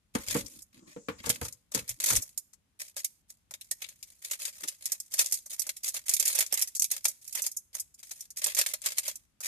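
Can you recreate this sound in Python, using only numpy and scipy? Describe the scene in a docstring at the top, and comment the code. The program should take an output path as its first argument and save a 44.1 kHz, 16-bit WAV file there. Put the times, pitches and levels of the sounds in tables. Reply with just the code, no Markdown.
"""A small card's plastic wrapper snaps and crackles as hands work it open in a parked car.
Each crease is a spike with a quick spray of noise; sliding film is a dense train of tiny slips.
In the first two seconds or so, among the first creases, hands also knock on seat and console (noise bursts
with decaying modes) and an arm brushes the seat; this, a sleeve, a thumb and the cabin are filtered noise.
All is heard by two microphone ports near the dashboard, alike in the bass and unlike in the treble."""
import sys
import numpy as np
from scipy import signal
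from scipy.fft import rfft, irfft, next_fast_len
from scipy.io import wavfile
from scipy.ndimage import uniform_filter1d

SR = 44100
rng = np.random.default_rng(int(sys.argv[2]) if len(sys.argv) > 2 else 0)


def wav_record(signal):
    """Record a signal, one row per channel, as 16-bit PCM in the file named by sys.argv[1]."""
    frames = np.transpose(np.atleast_2d(signal))
    bounded = np.clip(frames, -1, 1)
    # unit amplitude maps onto the largest positive 16-bit level
    quanta = np.round(bounded * 32767).astype(np.int16)
    wavfile.write(sys.argv[1], SR, quanta)


N = 417627
TIME = np.arange(N) / SR
# the wrapper is held and fingered lightly between these times [s]
HELD_FROM_S, HELD_TO_S = 3.6, 7.1


def undb(db):
    """Amplitude ratio: 20 dB is a factor of ten."""
    return 10 ** (np.asarray(db) / 20)


def unit(x):
    """Normalisation to a root mean square of 1."""
    return x / np.sqrt(np.mean(x ** 2))


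def colour(points, hz):
    """Spectral envelope: gain from (frequency [Hz], level [dB]) points joined on a log frequency axis."""
    f, db = np.transpose(points)
    return undb(np.interp(np.log(hz + 1), np.log(f), db))


def bins(size):
    """Fourier frequencies [Hz] of a real spectrum."""
    return np.fft.rfftfreq(next_fast_len(size), 1 / SR)


def shaped(x, gain):
    """Linear filtering: multiplication of the spectrum by a gain per frequency."""
    size = next_fast_len(x.shape[-1])
    return irfft(rfft(x, size) * gain, size)[..., :x.shape[-1]]


def causal(gain):
    """Minimum-phase response by cepstral folding, so that nothing sounds before the blow."""
    cepstrum = irfft(np.log(gain + 1e-5))
    half = cepstrum.shape[-1] // 2
    cepstrum[..., 1:half] *= 2
    cepstrum[..., half + 1:] = 0
    return np.exp(rfft(cepstrum))


def ports(x, alike_hz=1900, lag_ms=0.2707):
    """Spatial coherence: two unrelated signals become alike in the bass, with a time lag at the left port."""
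    hz = bins(x.shape[-1])
    size = next_fast_len(x.shape[-1])
    alike = 1 / (1 + (hz / alike_hz) ** 2)
    left, right = rfft(x, size)
    left = alike * right + np.sqrt(1 - alike ** 2) * left
    left = left * np.exp(-2j * np.pi * hz * lag_ms / 1000)
    return irfft(np.array([left, right]), size)[:, :x.shape[-1]]


def swell(start, length, attack_s, t60):
    """Gesture envelope: a linear rise that ends at the start, a hold, then exponential decay."""
    rise = np.clip(1 + (TIME - start) / attack_s, 0, 1)
    return rise * 1000 ** -np.clip((TIME - start - length) / t60, 0, 3)


def wander(rate):
    """Slow random modulation: normal draws at a rate [Hz], joined by straight lines."""
    steps = np.arange(0, N / SR, 1 / rate)
    return np.interp(TIME, steps, rng.standard_normal(N)[:len(steps)])


def add(out, s, sound):
    """Superposition: a sound is mixed in at time s."""
    i = min(max(int(s * SR), 0), N - 1)
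    out[:, i:i + sound.shape[1]] += sound[:, :N - i]


def wrapper(hz):
    """Radiation of film and card: a broad spectrum raised or lowered by resonances, at unit mean power."""
    # colour of the film: (frequency [Hz], relative level [dB])
    film_colour = [(150, -61), (250, -29.5), (510, -21), (615, -14), (729, -24.5), (850, -19.5),
                   (1440, -10), (2310, -4.5), (2990, -12.5), (3360, -9), (4410, -5.5), (6530, 1.5),
                   (12200, -2), (13500, -3.5), (14500, -13)]
    # resonances of the card in the cupped hands: (frequency [Hz], width [Hz], gain [dB])
    card_modes = [(640, 200, 2.5), (870, 44, 3.5), (1444, 460, -7.5), (2400, 480, -2), (6600, 300, 1.5)]
    resonance_db = sum(db / (1 + (2 * (hz - f) / width) ** 2) for f, width, db in card_modes)
    bass_cut = hz ** 2 / (hz ** 2 + 180 ** 2)
    return unit(colour(film_colour, hz) * undb(resonance_db) * bass_cut)


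def facet(hz, swing_db=5, width=0.057, count=14):
    """Local resonance: a patch of bent film has peaks and dead spots, each a given share of its pitch wide."""
    draws = rng.random((count, 2))
    centres = 1100 * (14000 / 1100) ** draws[:, :1]
    peaks = 1 / (1 + ((hz - centres) / (centres * width / 2)) ** 2)
    gain = undb(swing_db * np.cos(np.pi * draws[:, 1]) @ peaks)
    # the resonances only share out the energy of their part of the spectrum
    return gain / np.sqrt(uniform_filter1d(gain ** 2, len(hz) // 9))


def stutter(hz, spread_ms=2.8, slip_db=-10, count=3):
    """Interference of delayed slips: smaller ones crowd round the main one, tending to come after it."""
    delays_s = (rng.standard_normal((count, 1)) + 1 / 2) * spread_ms / 1000
    delayed = np.exp(-2j * np.pi * hz * delays_s)
    slips = 1 + undb(slip_db) * rng.standard_normal(count) @ delayed
    return slips / np.sqrt(np.mean(np.abs(slips) ** 2))


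def crack(t60, tail_db, tail_t60, direct=0.6, patchy_db=0.5, size=8192):
    """Two-stage decay: a snap's spike and lumpy quick spray of noise, then a faint, slower-fading tail."""
    t = np.arange(size) / SR
    lumps = undb(patchy_db * np.repeat(rng.standard_normal((2, size // 16)), 16, axis=1))
    fall = undb(-60 * t / t60)
    early = rng.standard_normal((2, size)) * unit(lumps) * fall
    early[:, 2] += direct * np.array([1, 2])
    early *= np.sqrt(np.sum(fall ** 2) / np.sum(early ** 2, axis=1, keepdims=True))
    tail = undb(tail_db - 60 * t / tail_t60) * rng.standard_normal((2, size))
    return ports(early + tail)


def ticks(per_s=5, level_db=-51, spread_db=-0.5, middle_db=-5, body_db=-8, pan_db=3):
    """Poisson process: small stray creases at random moments of holding, as rows like those of the snaps."""
    chance = rng.standard_normal((128, 2))
    times = HELD_FROM_S + np.cumsum(rng.exponential(size=128)) / per_s
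    return [(s, level_db + spread_db * a, middle_db, body_db, pan_db * b)
            for s, (a, b) in zip(times, chance) if s < HELD_TO_S]


def snaps(size=8192):
    """Buckling: each crease gives way as an impulse and drives film and card by its own spectrum."""
    # the creases that stand out:
    # (time [s], relative level [dB], middle band [dB], card body [dB], left minus right [dB])
    creases = [(0.15, -28.5, 0.5, 1.5, 3.5), (0.3092, -25.5, 4, 4, 7), (0.461, -41, -3, -28, 17),
               (0.6206, -40, -24, -8, -4), (1.261, -28, -1, 11.5, 9), (1.2931, -21, -5, 7, -8.5),
               (1.2996, -18, 6, 9.5, -1), (1.346, -38.5, -3.5, -7, 2.5), (1.4499, -33.5, 2, -11, 4),
               (1.525, -38, -11, -17, 6), (1.7184, -37.5, -1, 11.5, 3), (1.7475, -20, 3, -1, 3.5),
               (1.8923, -26, -11, -3, -1.5), (2.001, -26, 3.5, 5, 1.5), (2.038, -25, -11, -14.5, 5.5),
               (2.06, -21.5, 1, -9.5, -2), (2.0872, -21, -1, 2.5, 6), (2.103, -18, -4.5, 3.5, 3.5),
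               (2.1621, -16.5, -7.5, -2, 4), (2.2232, -27.5, -18, -4, -1.5),
               (2.3757, -24.5, -10.5, -13.5, -3), (2.5336, -48.5, -4, 6, 7), (2.9658, -30, 0.5, 10, 4),
               (3.046, -21.5, -2, -19, -3), (3.5094, -38.5, 1, 14.5, 0.5), (3.5384, -35, 8, 6, 2),
               (3.6108, -36.5, 9, -5, 1), (3.7132, -23, -1, 1, -2.5), (3.8211, -31.5, 10.5, 8.5, -2),
               (3.842, -42, 17.5, 8, 8.5), (3.888, -38, 2.5, 1, 2), (4.0272, -35, 2, -7, 3),
               (4.2478, -31, 5, -5, 1.5), (4.3124, -23.5, 1.5, 3, -1.5), (4.333, -29, 9, 5, -1),
               (4.4514, -27.5, 2.5, -10, 7.5), (4.607, -39, -1, 5, 2), (4.637, -30.5, 7.5, 12.5, 2.5),
               (4.6825, -24, 2.5, -2.5, 0), (4.856, -22, -4.5, -14, 1), (4.9195, -19.5, -10, -2.5, -1.5),
               (5.0012, -30, -11.5, -9, -0.5), (5.1388, -24.5, -0.5, 3.5, -1.5), (5.1947, -16, 2, -5, -2),
               (5.26, -25.5, -2.5, -10, 2.5), (5.3233, -18, -7, -5.5, -2.5), (5.3414, -22, -6, -20, -3),
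               (5.4602, -36.5, -12, 4.5, 0), (5.5945, -23, -12, -15, -12), (5.619, -26.5, -5, -22, -0.5),
               (5.6671, -31, -7, 9, -3), (5.6916, -24.5, 5, 2.5, 0), (5.7671, -35, -1, -6, -1),
               (5.8342, -31, -8, -10, 2), (5.8865, -24.5, -8, -22, -2), (5.942, -27.5, -17, 6, 0),
               (5.9663, -29.5, 5, 7, -2.5), (6.0935, -19, -1, 5.5, -2), (6.137, -15, -7, -19, -4.5),
               (6.1657, -25, 4, -11, -5.5), (6.1983, -16.5, -4, -12.5, -6), (6.254, -19.5, -3, -15.5, -2),
               (6.2786, -17.5, 0, -5, -0.5), (6.351, -20, -6, 3.5, -4), (6.388, -18.5, 0.5, 8, -7),
               (6.4059, -17.5, 4, 3, -2), (6.4628, -32, -4, -10, 4), (6.5248, -20, -0.5, 11, -4.5),
               (6.5408, -21, -16, 4.5, -4), (6.5746, -24, 6.5, 2.5, -2), (6.5932, -27, -4, -4.5, -8.5),
               (6.6218, -16, -3.5, -12, -1.5), (6.6738, -31.5, -4, -3.5, -2),
               (6.7505, -26.5, -4.5, -28, -1), (6.7645, -27.5, -13.5, -16, 3.5),
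               (6.796, -18.5, -15, -28.5, 2), (6.821, -16.5, -6, -20, -1), (6.843, -21, -1.5, -24, -3),
               (6.9136, -19.5, -4.5, -5, -4.5), (7.044, -27, -11, -20, 0), (7.0534, -15, 1.5, 4.5, 1.5),
               (7.0826, -22.5, -11.5, -6, -6), (7.277, -35.5, -9, -14, -6), (7.326, -32, -5.5, -19, -6),
               (7.3526, -27, -16, 5.5, -9), (7.42, -22.5, -33, -30, -6), (7.4638, -21.5, -9, -4.5, -1),
               (7.5152, -35, -18, -23, -2), (7.5693, -24.5, -50, -30, -0.5), (7.75, -29.5, -2, 11.5, -6),
               (7.7978, -25, -32, -30, 2), (7.944, -47, -12, -10, 0), (8.0295, -40, 5, 3.5, 4),
               (8.1138, -31, 0.5, 4, 0.5), (8.2068, -32.5, -6, -26, -1), (8.3041, -38.5, -9, -8.5, 0.5),
               (8.4424, -17.5, -0.5, -9, -3), (8.4677, -24, -11, 12.5, -8), (8.5478, -24, -0.5, 2, -4.5),
               (8.5882, -16.5, -5, 7.5, -4.5), (8.6623, -23, 7, 7, -2), (8.7364, -23, 3.5, 8.5, -1.5),
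               (8.818, -37, 0, -3, 5), (8.8603, -19, 5, 8.5, -0.5), (8.9826, -17.5, 1, 1, 0.5),
               (9.0797, -23, -1, 5.5, -2.5), (9.1564, -34.5, -9, -8, -2), (9.4046, -34, -0.5, 7, -1.5)]
    out, hz, lead = np.zeros((2, N)), bins(size), size // 16
    film = wrapper(hz)
    for s, db, middle_db, body_db, pan_db in creases + ticks():
        bands = [(1400, body_db), (2300, middle_db), (3700, middle_db), (5200, 0.00051)]
        snap = crack(t60=0.059, tail_db=-31.5, tail_t60=0.43, direct=0.71, patchy_db=3.5)
        radiation = film * facet(hz, swing_db=5.5, width=0.047) * colour(bands, hz)
        snap = shaped(snap, causal(radiation) * stutter(hz))
        snap = np.roll(snap, lead, axis=1)  # room for the slips before the main one
        pan = np.array([[pan_db], [-pan_db]]) / 2
        add(out, s - lead / SR, snap * undb(db + pan))
    return out


def pull(held_db=-64, attack_s=0.012, t60=0.051, settle_db=-15, settle_t60=0.4):
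    """Energy addition: the powers of all strokes sum to the levels of the film and of the card it drives."""
    # strokes of the fingers that slide or tear the film:
    # (start [s], length [s], relative level [dB], card body [dB])
    strokes = [(0.148, 0.1, -48.5, 7), (0.272, 0.13, -35.5, 7), (0.45, .16, -53, -0.5),
               (0.734, 0.056, -65, 14.5), (0.877, 0.054, -60.5, 14.5), (1.189, 0.014, -57.5, 18.5),
               (1.239, 0.12, -47, 12), (1.412, 0.071, -42, 2.5), (1.742, 0.055, -38.5, 9.5),
               (1.884, 0.024, -37.5, 2.5), (2.027, 0.15, -29, 3.5), (2.227, 0.076, -57.5, -4),
               (2.8, 0.016, -38, 4), (2.843, 0.051, -52.5, 2), (2.971, 0.026, -37.5, 2.5),
               (3.294, 0.0079, -47, -3.5), (3.801, 0.12, -59, 9.5), (4.073, 0.049, -57.5, 3.5),
               (4.226, 0.13, -49, 5.5), (4.398, 0.089, -38.5, 4.5), (4.532, 0.21, -52, 4.5),
               (4.815, 0.14, -49, 5), (5.119, 0.15, -41.5, 0), (5.189, 0.023, -22.5, 3),
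               (5.291, 0.091, -42, -6.5), (5.506, .035, -37.5, 0), (5.587, .09, -56, 11.5),
               (5.842, 0.047, -32.5, 0), (5.942, 0.038, -39.5, 6.5), (6.068, 0.072, -35.5, 2.5),
               (6.2, 0.13, -32, 3), (6.352, 0.081, -34.5, 7), (6.516, 0.12, -47, 14),
               (6.908, 0.064, -38, 3), (7.046, 0.064, -46, 1), (7.221, 0.18, -51.5, -2.5),
               (7.353, 0.043, -36.5, 7.5), (7.439, 0.03, -36, 1), (7.737, 0.063, -46.5, 4),
               (7.988, 0.012, -53, 1.5), (8.041, 0.21, -53.5, -0.5), (8.371, 0.014, -34, -1),
               (8.421, 0.092, -37, 9), (8.574, 0.045, -26.5, 6.5), (8.665, 0.046, -38, 5),
               (8.831, .1, -39.5, 7), (8.97, 0.0081, -36, 6), (9.034, 0.073, -39, 5.5),
               (9.437, .035, -34, 6.5)]
    film = undb(2 * held_db) * ((TIME > HELD_FROM_S) & (TIME < HELD_TO_S)) + 1e-14
    card = film.copy()
    for s, length, db, body_db in strokes:
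        stroke = swell(s, length, attack_s, t60)
        settling = undb(settle_db) * swell(s, length, attack_s, settle_t60)
        power = (undb(db) * (stroke + settling)) ** 2
        film = film + power
        card = card + power * undb(2 * body_db)
    return np.sqrt(film), np.sqrt(card)


def crackle(gain_db=-1, rate=900, spread_db=5, even_s=0.026, body_hz=3800, hold_s=0.012, count=8):
    """Stick-slip: tiny slips of very unequal size hop between spots, each with its own resonances."""
    film_level, card_level = pull()
    happens = rng.random(N) < rate / SR  # rate is slips per second
    slips = happens * undb(spread_db * rng.exponential(size=N)) * rng.choice([-1, 1], N)
    # the pull of the fingers sets how much energy the slips share
    slips /= np.sqrt(np.abs(uniform_filter1d(slips ** 2, int(even_s * SR))) + 1e-9)
    slips *= film_level * undb(gain_db)
    spot = rng.integers(0, count, N)[(TIME / hold_s).astype(int)]
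    body = card_level / film_level
    out = 0
    for k in range(count):
        ring = crack(t60=0.041, tail_db=-32.5, tail_t60=0.11)
        ring /= np.sqrt(np.sum(ring ** 2) / 2)
        hz = bins(ring.shape[1])
        film = unit(wrapper(hz) * facet(hz))
        low = 1 / (1 + (hz / body_hz) ** 8)
        # the card carries the low share of the power, the film the rest
        for drive, share in ((body, low), (1, 1 - low)):
            response = shaped(ring, causal(film * np.sqrt(share)))
            train = (slips * drive * (spot == k))[None]
            out = out + signal.oaconvolve(train, response, axes=1)[:, :N]
    return out


def thumb(s=4.645, hz=270, width_hz=130, db=-53, length_s=0.013):
    """Resonant noise under a Gaussian envelope: a thumb bumps the card in a soft, rounded push."""
    noise = ports(rng.standard_normal((2, N)), alike_hz=900)
    hollow = unit(shaped(noise, 1 / (1 + (2 * (bins(N) - hz) / width_hz) ** 2)))
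    return undb(db) * hollow * np.exp(-((TIME - s) / length_s) ** 2 / 2)


def knocks(gain_db=-3, t60=0.085, tail_db=-17, tail_t60=0.28, bass_db=9, body_db=3, clack_db=9, size=16384):
    """Impact and modal decay: dull blows on seat and console, a short clatter with the ringing console."""
    # blows, all levels relative:
    # (time [s], level [dB], bass [dB], body [dB], clack [dB], console ring [dB])
    blows = [(0.152, -10.5, -29, -12.5, -9.5, -11), (0.352, -11, -30.5, -6.5, -12, -10),
             (0.963, -21.5, -31, -12.5, -23.5, -8.5), (1.085, -21, -19.5, -6.5, -4, -21.5),
             (1.241, -34.5, -4, -15.5, -1, -8), (1.269, -28, -15, -5, -4.5, -6.5),
             (1.298, -25, -11, -8, -7.5, -12.5), (1.415, -19, -9, -14.5, -11.5, -4.5),
             (1.452, -47, -8, -5, 8, -5), (1.747, -23, -17.5, -6, -12.5, -12.5),
             (1.768, -34, -12.5, -3.5, 0, -31), (2.102, -27.5, -20, -13, 1, -16.5),
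             (2.125, -23, -13.5, -11, -9, -5)]
    # modes of the console: (frequency [Hz], relative level [dB], decay time t60 [s])
    console_modes = [(69.6, -11, 0.24), (162, -17.5, 0.37), (237, 5.5, 0.065), (295, -1.5, 0.12),
                     (410, -7.5, 0.14), (495, -0.5, 0.032), (561, -11.5, 0.3), (732, -3.5, 0.064),
                     (887, -8, 0.12), (1050, -31.5, 0.35)]
    # colour of a blow: (frequency [Hz], relative level [dB])
    blow_colour = [(30, -32), (55, -12.5), (120, 5), (165, 0.5), (300, -0.5), (370, -16), (480, 5),
                   (660, -18), (1150, -15.5), (2200, -21.5), (8000, -41)]
    out, hz, t = np.zeros((2, N)), bins(size), np.arange(size) / SR
    fall = undb(-60 * t / t60) + undb(tail_db - 60 * t / tail_t60)
    fade_out = np.minimum(1, 2 * (1 - t / t[-1]))
    for s, db, bass, body, clack, ring_db in blows:
        clatter = ports(rng.standard_normal((2, size)) * fall, alike_hz=650, lag_ms=-0.33)
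        clatter = shaped(clatter, causal(unit(colour(blow_colour, hz))))
        clatter *= np.sqrt(np.sum(undb(-120 * t / t60)) * 2 / np.sum(clatter ** 2))
        ring = sum(undb(g - 60 * t / decay) * np.sin(2 * np.pi * f * t) * rng.choice([-1, 1])
                   for f, g, decay in console_modes)
        contact = [(110, bass + bass_db), (200, body + body_db), (600, body + body_db), (950, clack + clack_db)]
        blow = shaped(clatter + undb(ring_db) * ring / 2, causal(colour(contact, hz)))
        add(out, s, undb(db + gain_db) * blow * fade_out)
    return out


def seat(rough_db=4.5, rate=60, attack_s=0.025, t60=0.077):
    """Friction noise: an arm scuffs the upholstery in uneven grips; its weight thuds deep in the cushion."""
    # colour of the scuffs: (frequency [Hz], relative level [dB])
    scuff_colour = [(60, -20), (150, -5.5), (230, 5), (330, 2), (430, -20), (520, -10), (680, -27),
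                    (1100, -14.5), (1600, -27.5), (3000, -59.5)]
    # an arm brushing the seat: (start [s], length [s], relative level [dB])
    scuffs = [(0.185, 0.035, -48), (0.3, .16, -51.5), (0.51, 0.081, -62), (0.75, 0.16, -58),
              (1.18, 0.27, -63), (1.75, 0.079, -58.5), (1.995, 0.21, -61.5)]
    # its weight pressing into the cushion: (start [s], length [s], relative level [dB])
    pushes = [(0.162, 0.058, -50), (0.29, 0.16, -52), (0.57, .06, -67.5), (1.11, 0.095, -57.5),
              (1.441, 0.045, -67), (1.761, .075, -55), (1.91, 0.036, -59.5), (2.131, 0.058, -46)]
    cushion = [(20, -27.5), (45, -1.5), (70, -2.0), (120, -4.5), (220, -28.5), (500, -75.5)]
    grip = wander(rate)
    out = 0
    for points, moves in ((scuff_colour, scuffs), (cushion, pushes)):
        noise = ports(rng.standard_normal((2, N)), alike_hz=700, lag_ms=-0.52)
        noise = unit(shaped(noise, colour(points, bins(N))))
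        out = out + noise * sum(undb(db) * swell(s, length, attack_s, t60) for s, length, db in moves)
    return out * undb(rough_db * grip)


def sleeve(s=0.96, length_s=0.38, db=-62, hz=7000, width_hz=2600, attack_s=0.26, t60=0.3):
    """Band-limited friction noise: a sleeve slides over the seat in a smooth swish that swells slowly."""
    noise = ports(rng.standard_normal((2, N)))
    cloth = unit(shaped(noise, 1 / (1 + (2 * (bins(N) - hz) / width_hz) ** 2)))
    return undb(db) * cloth * swell(s, length_s, attack_s, t60)


def cabin(level_db=-74.5, wander_db=2, rate=7):
    """Stationary coloured noise: faint hiss of the closed car over a rumble that wanders a little."""
    # steady background: (frequency [Hz], relative level [dB])
    cabin_colour = [(15, -31), (28, -11), (45, 1.5), (75, 2.5), (140, -3.5), (210, -3), (378, -14.5),
                    (580, -17.5), (3200, -20.5), (4300, -22.5), (10800, -24), (14500, -34)]
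    noise = ports(rng.standard_normal((2, N)), alike_hz=250, lag_ms=0)
    noise = unit(shaped(noise, colour(cabin_colour, bins(N))))
    rumble = shaped(noise, 1 / (1 + (bins(N) / 250) ** 4))
    return undb(level_db) * (noise + rumble * (undb(wander_db * wander(rate)) - 1))


def scene():
    """Superposition of wrapper, knocks and seat over the quiet cabin."""
    return snaps() + crackle() + thumb() + knocks() + seat() + sleeve() + cabin()


def record(dry, top_hz=14400):
    """Transducer response: the ports differ in colour at constant total power gain; the top is cut steeply."""
    # difference of the two ports: (frequency [Hz], left minus right [dB])
    port_difference = [(60, 9), (110, -2.5), (200, -1.5), (370, 1.5), (690, -2), (1270, 5.5), (2330, 1.5),
                       (4290, 5.5), (7900, 2), (14500, -14)]
    ratio = colour(port_difference, bins(N))
    gains = np.array([ratio, np.ones_like(ratio)]) * np.sqrt(2 / (1 + ratio ** 2))
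    steep_cut = signal.ellip(10, 0.2, 70, top_hz, fs=SR, output="sos")
    return signal.sosfilt(steep_cut, shaped(dry, gains))


dry = scene()
out = record(dry)
wav_record(out)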